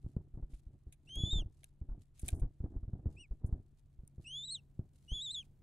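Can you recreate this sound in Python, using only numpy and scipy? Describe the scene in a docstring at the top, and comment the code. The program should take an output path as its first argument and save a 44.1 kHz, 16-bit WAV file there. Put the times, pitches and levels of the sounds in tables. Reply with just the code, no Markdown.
"""In a big stick nest, close to a fixed microphone, a parent's feet thump from the start: damped low swings.
Sticks creak and the lining rustles (coloured noise); twigs snap (ringing bursts), thickest near 2.2 s.
An eaglet, a gliding whistle with overtones, peeps at 1.1 s, briefly at 3.2 s, then at 4.2 s and 5.1 s.
Under it all lie faint outdoor air (noise) and a far motor's hum (a wavering tone in a drone), which
swells near 4.4 s."""
import sys
import numpy as np
from scipy import signal
from scipy.fft import rfft, irfft, next_fast_len
from scipy.io import wavfile
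from scipy.ndimage import map_coordinates

SR = 44100
rng = np.random.default_rng(int(sys.argv[2]) if len(sys.argv) > 2 else 0)


def store_wav(level_fs):
    """Save 16-bit WAV to argv[1]."""
    pcm = np.round(np.clip(np.atleast_2d(level_fs), -1, 1) * 32767)
    wavfile.write(sys.argv[1], SR, pcm.T.astype(np.int16))


N = 247842
TIME = np.arange(N) / SR   # s

# One list per peep, a point at each turn of the pitch: [t/s, pitch f/Hz, effort level/dB before the throat]
PEEP_TURNS = [
    [(1.071, 2640, -57), (1.100, 3040, -46.5), (1.165, 3280, -44), (1.215, 3420, -40.5),
     (1.240, 3372, -41.5), (1.268, 3518, -41), (1.292, 3490, -43), (1.326, 3723, -40.5),
     (1.345, 3600, -42.5), (1.375, 3530, -42), (1.398, 3324, -42.5), (1.430, 2700, -51)],
    [(3.164, 2400, -67.5), (3.182, 2646, -58.5), (3.212, 2904, -44), (3.242, 2590, -60.5),
     (3.266, 2130, -91.5)],
    [(4.243, 2850, -42), (4.256, 2564, -60), (4.272, 2785, -41.5), (4.315, 3087, -41.5), (4.385, 3486, -43),
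     (4.430, 3577, -47), (4.467, 4004, -49), (4.490, 3796, -49.5), (4.526, 4286, -30), (4.555, 3787, -44.5),
     (4.577, 3036, -53.5), (4.603, 2645, -57.5)],
    [(5.078, 2850, -45), (5.125, 3187, -42.5), (5.158, 3460, -41.5), (5.195, 3373, -42),
     (5.238, 3875, -47.5), (5.287, 3460, -42.5), (5.312, 3780, -43.5), (5.329, 4130, -46),
     (5.365, 3450, -42), (5.388, 3382, -40.5), (5.418, 3030, -48.5), (5.436, 2320, -71)],
]
# Throat and beak response: [f/Hz, level/dB]
THROAT_RESPONSE = [(2200, 18), (2900, -9.5), (3450, 1.5), (3800, 5), (4300, -10.5), (5200, -14.5),
                   (6000, -16.5), (7000, -10), (7700, -1), (8500, -8), (9500, -19.5), (11000, -19),
                   (12500, -49.5)]
# First, second and third harmonic before the throat: [level/dB]
HARMONIC_LEVELS = [0.5, -4, -10]
# Scatter of the call, first in the sticks, then in the tree crown: [level/dB, t60 t/s]
SCATTER_TAILS = [(-19, .04), (-36, .25)]
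# Footfalls and shoves on the nest: [start t/s, peak level/dB before grit and filters, swing f/Hz, high if hard]
FOOTFALLS = [(0.043, -34.5, 60), (0.062, -31, 113), (0.165, -23.5, 134.6), (0.338, -37.5, 36.7),
             (0.373, -34, 75.6), (0.424, -31.5, 37), (0.532, -35.5, 38.8), (0.665, -39.5, 49),
             (0.867, -38.5, 62), (1.168, -30.5, 39.8), (1.235, -21.5, 91.4), (1.328, -25, 27.7),
             (1.356, -23, 60.3), (1.376, -24.5, 25.4), (1.406, -30.5, 30.3), (1.458, -34, 62.4),
             (1.813, -31.5, 62.6), (1.886, -32.5, 25.15), (1.914, -31, 34.4), (2.231, -28.5, 63),
             (2.328, -22, 67), (2.417, -21.5, 36.8), (2.436, -28, 33.6), (2.603, -29, 67),
             (2.640, -25.5, 88.4), (2.761, -29, 38.9), (2.829, -34, 43.2), (2.878, -34, 80.7),
             (2.933, -27, 120), (3.057, -26.5, 124), (3.066, -24, 67.2), (3.309, -28.5, 41.2),
             (3.443, -23, 73), (3.525, -23, 55.2), (3.987, -40.5, 40.6), (4.033, -42.5, 109.2),
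             (4.18, -36.5, 93.4), (4.196, -39.5, 129), (4.792, -26, 106.7), (5.116, -27, 47.3)]
# The parent leans on the sticks: [start t/s, length t/s, level/dB before the common creak gain]
LEAN_EVENTS = [(0.03, 0.18, -67.5), (0.34, 0.06, -60.5), (0.49, 0.065, -69.5), (0.66, 0.099, -70.5),
               (1.04, 0.14, -69.5), (1.16, .13, -55), (1.33, 0.095, -55.5), (1.88, 0.11, -65.5),
               (2.23, 0.16, -57), (2.33, 0.13, -54), (2.61, .18, -59), (2.84, 0.21, -61.5),
               (3.06, 0.047, -53), (3.12, 0.088, -62.5), (3.41, 0.15, -58.5), (3.53, 0.074, -67),
               (4.77, 0.1, -73.5)]
# Colour of the creaking: [f/Hz, relative level/dB per Hz]
CREAK_COLOUR = [(20, -2.5), (45, -5), (100, 2.5), (200, -11.5), (330, -12.5), (500, -28), (750, -30),
                (1100, -44), (1800, -55.5), (3000, -84)]
# Twigs snapping: [start t/s, body level/dB, crack level/dB, decay t/s]
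TWIG_SNAPS = [(0.533, -74.5, -81, 0.011), (0.923, -65, -59, 0.0068), (1.09, -64, -84, 0.0021),
              (1.155, -62, -50, 0.0021), (1.633, -53.5, -61, 0.00055), (1.642, -53.5, -48, 0.00087),
              (2.193, -67.5, -54, .006), (2.214, -87, -60.5, 0.0063), (2.259, -70, -55.5, 0.00375),
              (2.281, -54, -36.5, 0.002), (2.285, -43, -41.5, 0.003), (2.302, -68, -54.5, .003),
              (2.343, -105, -66.5, 0.028), (2.395, -76, -64, 0.0082), (3.46, -100, -67, 0.011),
              (4.076, -78.5, -56, 0.0012)]
# Low modes of a twig: [f/Hz, width f/Hz, relative level/dB]
TWIG_LOW_MODES = [(674, 99, 2), (1590, 49, 1), (2300, 280, 5), (3770, 540, 1)]
# High modes of a twig: [f/Hz, width f/Hz, relative level/dB]
TWIG_HIGH_MODES = [(6290, 1200, -2.5), (9040, 1500, 9.5), (10900, 3860, 1.5)]
# Brushes against the dry lining: [start t/s, length t/s, level/dB]
BRUSH_EVENTS = [(0.0, .14, -88.5), (0.5, 0.091, -79), (1.05, .12, -84.5), (1.52, 0.17, -86),
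                (2.01, .025, -80.5), (2.15, .09, -75.5), (2.24, 0.094, -67.5), (3.1, 0.075, -82),
                (3.775, 0.018, -84), (4.2, 0.057, -80), (4.93, 0.41, -83), (5.42, .04, -80.5)]
# Colour of the dry lining: [f/Hz, relative level/dB per Hz]
LINING_COLOUR = [(1500, -7.5), (4000, -2), (5500, -4.5), (7500, -1), (9500, -2), (12000, -8), (13200, -19),
                 (15500, -21.5)]
# Course of the hum: [t/s, tone level/dB before its swell, level/dB of the low drone around it]
HUM_COURSE = [(0, -67, -85.5), (2.1, -72.5, -92), (4.0, -71.5, -83.5), (4.4, -63, -72), (4.9, -69, -79),
              (5.62, -69.5, -75)]
# Colour of the drone: [f/Hz, relative level/dB per Hz]
DRONE_COLOUR = [(90, -18.5), (140, -1.5), (210, -1.5), (350, -17), (550, -19), (1200, -33.5), (2500, -41)]
# Colour of the outdoor air: [f/Hz, relative level/dB per Hz]
AIR_COLOUR = [(25, 9), (100, 1), (250, -27), (600, -35), (1200, -36), (4000, -45.5), (7000, -77),
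              (11500, -50), (13200, -60.5), (16000, -70)]


def eaglet(strain=1.1, edge_s=0.0088, jitter=.005, shimmer_db=.7, waver_hz=300):
    """A nearly pure whistle whose overtones swell as they glide through the throat resonances."""
    out = np.zeros(N)
    # jitter is a fraction of the pitch; both spreads are set before the smoothing
    unsteady = jitter * cut(drift(waver_hz), 2 * waver_hz, "low")
    flutter_db = shimmer_db * cut(drift(waver_hz), 2 * waver_hz, "low")
    for peep in PEEP_TURNS:
        s, pitch, effort_db = np.transpose(peep)
        on = (TIME > s[0]) & (TIME < s[-1])
        t = TIME[on]
        turn = np.interp(t, s, np.arange(len(s)))
        hz = map_coordinates(pitch, [turn], order=2, mode="nearest")   # muscles round off each turn
        tension = (hz / 3500) ** strain   # high notes are rougher
        phase = 2 * np.pi * np.cumsum(hz * (1 + tension * unsteady[on])) / SR
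        to_edge = np.minimum(t - s[0], s[-1] - t)
        opening = 1 - np.exp(-to_edge / edge_s)
        level_db = np.interp(t, s, effort_db) + tension * flutter_db[on]
        for k, harmonic_db in enumerate(HARMONIC_LEVELS, 1):
            gain = from_db(level_db + harmonic_db + at_hz(THROAT_RESPONSE, k * hz))
            # overtones start later and stop sooner
            out[on] += opening ** k * gain * np.sin(k * phase)
    return out


def nest(x):
    """The sticks scatter the call briefly and the tree crown adds a faint tail."""
    age = TIME[:SR // 3]
    decay = np.zeros(len(age))
    for db, t60 in SCATTER_TAILS:
        unit_energy = np.sqrt(2 * np.log(1000) / (t60 * SR))
        decay += from_db(db - 60 * age / t60) * unit_energy
    return x + signal.fftconvolve(x, decay * rng.standard_normal(len(age)))[:N]


def thumps(damping=0.36, padding=0.53, grit=0.031, grit_hz=600, rattle_hz=380, rattle_s=0.0035, wood_hz=900):
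    """Each shove swings the sticks about once; slow shoves also slide and grate; mostly lows get through."""
    out, grating = np.zeros(N), drift(grit_hz)
    for s, db, hz in FOOTFALLS:
        start = int(s * SR)
        angle = 2 * np.pi * hz * TIME[:min(N - start, SR // 5)]
        span = slice(start, start + len(angle))
        onset = 1 - np.exp(-angle / padding)   # the soft lining eases the start
        swing = np.exp(-damping * angle) * np.sin(angle) * onset
        grate = 1 + grit * 40 / hz * grating[span]
        out[span] -= from_db(db) * swing / swing.max() * grate
    # the upper part of a knock arrives along many paths through the sticks
    age = TIME[:SR // 30]
    paths = np.exp(-age / rattle_s) * rng.standard_normal(len(age))
    paths /= np.linalg.norm(paths)
    rattle = signal.fftconvolve(cut(out, rattle_hz, "high", order=4), paths)[:N]
    return cut(out, rattle_hz, "low", order=4) + cut(rattle, wood_hz, "low")


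def creaking(gain_db=7, rest_db=-78, after_thump_db=-26, lumpy_db=3.5, lump_hz=45, side_db=-18):
    """Uneven low grumble of the loaded sticks: it lasts through each lean and settles after each footfall."""
    jolts = [(s, 0, db + after_thump_db) for s, db, _ in FOOTFALLS]
    leaning = swells(LEAN_EVENTS, attack_s=0.02, release_s=.012)
    settling = swells(jolts, attack_s=0.0027, release_s=0.035)
    # the sticks are never quite still; gain_db lifts rest, leans and jolts alike
    load = np.sqrt(from_db(rest_db) ** 2 + leaning + settling)
    lumps = rms_one(from_db(lumpy_db * drift(lump_hz)))
    grumble = spread(noise(CREAK_COLOUR), from_db(side_db) * noise(CREAK_COLOUR))
    return from_db(gain_db) * load * lumps * grumble


def twigs(rise_s=0.0024, top_hz=14000):
    """A brief burst of breaking fibres rings a twig's low and high modes, differently on each side."""
    body, crack = np.zeros((2, N))
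    age = TIME[:SR // 10]
    for s, body_db, crack_db, decay_s in TWIG_SNAPS:
        start = int(s * SR)
        span = slice(start, start + len(age))
        burst = (1 - np.exp(-age / rise_s)) * np.exp(-age / decay_s)
        burst /= burst.max()
        body[span] += from_db(body_db) * burst
        crack[span] += from_db(crack_db) * burst
    out = np.zeros((2, N))
    for force, modes in ((body, TWIG_LOW_MODES), (crack, TWIG_HIGH_MODES)):
        fibres = rng.standard_normal((2, N))
        steady_level = resonate(fibres, modes).std()
        out += resonate(force * fibres, modes) / steady_level
    return cut(out, top_hz, "low")


def rustle(rest_db=-95, grain_db=4, grain_hz=130, side_db=-4):
    """Dry moss and grass crackle in small clumps whenever they are brushed."""
    brushing = swells(BRUSH_EVENTS, attack_s=0.013, release_s=0.0065)
    stir = np.sqrt(from_db(rest_db) ** 2 + brushing)
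    clumps = rms_one(from_db(grain_db * drift(grain_hz)))
    return stir * clumps * spread(noise(LINING_COLOUR), from_db(side_db) * noise(LINING_COLOUR))


def hum(centre_hz=140, waver=0.0086, waver_hz=6, swell_db=2, drone_side_db=-10):
    """A far motor: one tone, wavering in pitch and level, in a dull drone."""
    tone_db, drone_db = in_time(HUM_COURSE)
    phase = 2 * np.pi * np.cumsum(centre_hz * (1 + waver * drift(waver_hz))) / SR
    tone = np.sqrt(2) * from_db(tone_db + swell_db * drift(waver_hz)) * np.sin(phase)
    drone = spread(noise(DRONE_COLOUR), from_db(drone_side_db) * noise(DRONE_COLOUR))
    return tone + from_db(drone_db) * drone


def air(mid_db=-66, side_db=-9):
    """Faint outdoor background as steady coloured noise; side_db is relative to the middle."""
    return from_db(mid_db) * spread(noise(AIR_COLOUR), from_db(side_db) * noise(AIR_COLOUR))


def swells(rows, attack_s, release_s):
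    """Power of events (start, length, dB) that rise, hold and die away."""
    power = np.zeros(N)
    for s, length, db in rows:
        first = max(int((s - attack_s / 2) * SR), 0)
        on = slice(first, int((s + length + 8 * release_s) * SR))
        age = TIME[on] - s
        rise = np.clip(.5 + age / attack_s, 0, 1)
        fall = np.exp(-np.maximum(age - length, 0) / release_s)
        power[on] += (from_db(db) * rise * fall) ** 2
    return power


def resonate(x, modes):
    """Parallel resonances with alternating signs."""
    out = 0
    for k, (hz, width, db) in enumerate(modes):
        b, a = signal.iirpeak(hz, hz / width, fs=SR)
        out = out + (-1) ** k * from_db(db) * signal.lfilter(b, a, x)
    return out


def noise(spectrum):
    """Noise of a given colour, fading below 20 Hz; rms 1."""
    size = next_fast_len(N, real=True)
    hz = np.fft.rfftfreq(size, 1 / SR) + 1   # off zero for the log axis
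    gain = from_db(at_hz(spectrum, hz)) * np.minimum(hz / 20, 1) ** 2
    return rms_one(irfft(rfft(rng.standard_normal(size)) * gain, size)[:N])


def drift(rate_hz):
    """Random wavering up to about this rate; spread 1."""
    size = 2 ** 18
    hz = np.fft.rfftfreq(size, 1 / SR)
    slowed = rfft(rng.standard_normal(size)) / (1 + (hz / rate_hz) ** 2)
    return rms_one(irfft(slowed)[:N])


def spread(mid, side):
    """Left and right from middle and side."""
    return np.array([mid + side, mid - side])


def cut(x, hz, kind, order=2):
    """Butterworth low- or high-pass."""
    sos = signal.butter(order, min(hz, .45 * SR), kind, fs=SR, output="sos")
    return signal.sosfilt(sos, x)


def at_hz(points, hz):
    """Read a spectrum on a log-frequency axis."""
    point_hz, point_db = np.transpose(points)
    return np.interp(np.log(hz), np.log(point_hz), point_db)


def in_time(rows):
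    """Each column of a curve, sample by sample."""
    s, *columns = np.transpose(rows)
    return [np.interp(TIME, s, c) for c in columns]


def rms_one(x):
    """Scale to unit power."""
    return x / np.sqrt(np.mean(x ** 2) + 1e-20)


def from_db(db):
    """Decibels to gain."""
    return 10 ** (np.asarray(db) / 20)


def scene():
    """The chick and the thumps are central; twigs and lining spread wide."""
    return nest(eaglet()) + thumps() + creaking() + twigs() + rustle() + hum() + air()


def record(dry):
    """The microphone passes no steady pressure; the top is cut steeply at 15.7 kHz."""
    moving = cut(dry, 10, "high", order=1)
    # order 10, ripple 0.1 dB, stopband 70 dB down
    steep = signal.ellip(10, .1, 70, 15700, fs=SR, output="sos")
    return signal.sosfilt(steep, moving)


dry = scene()
out = record(dry)
store_wav(out)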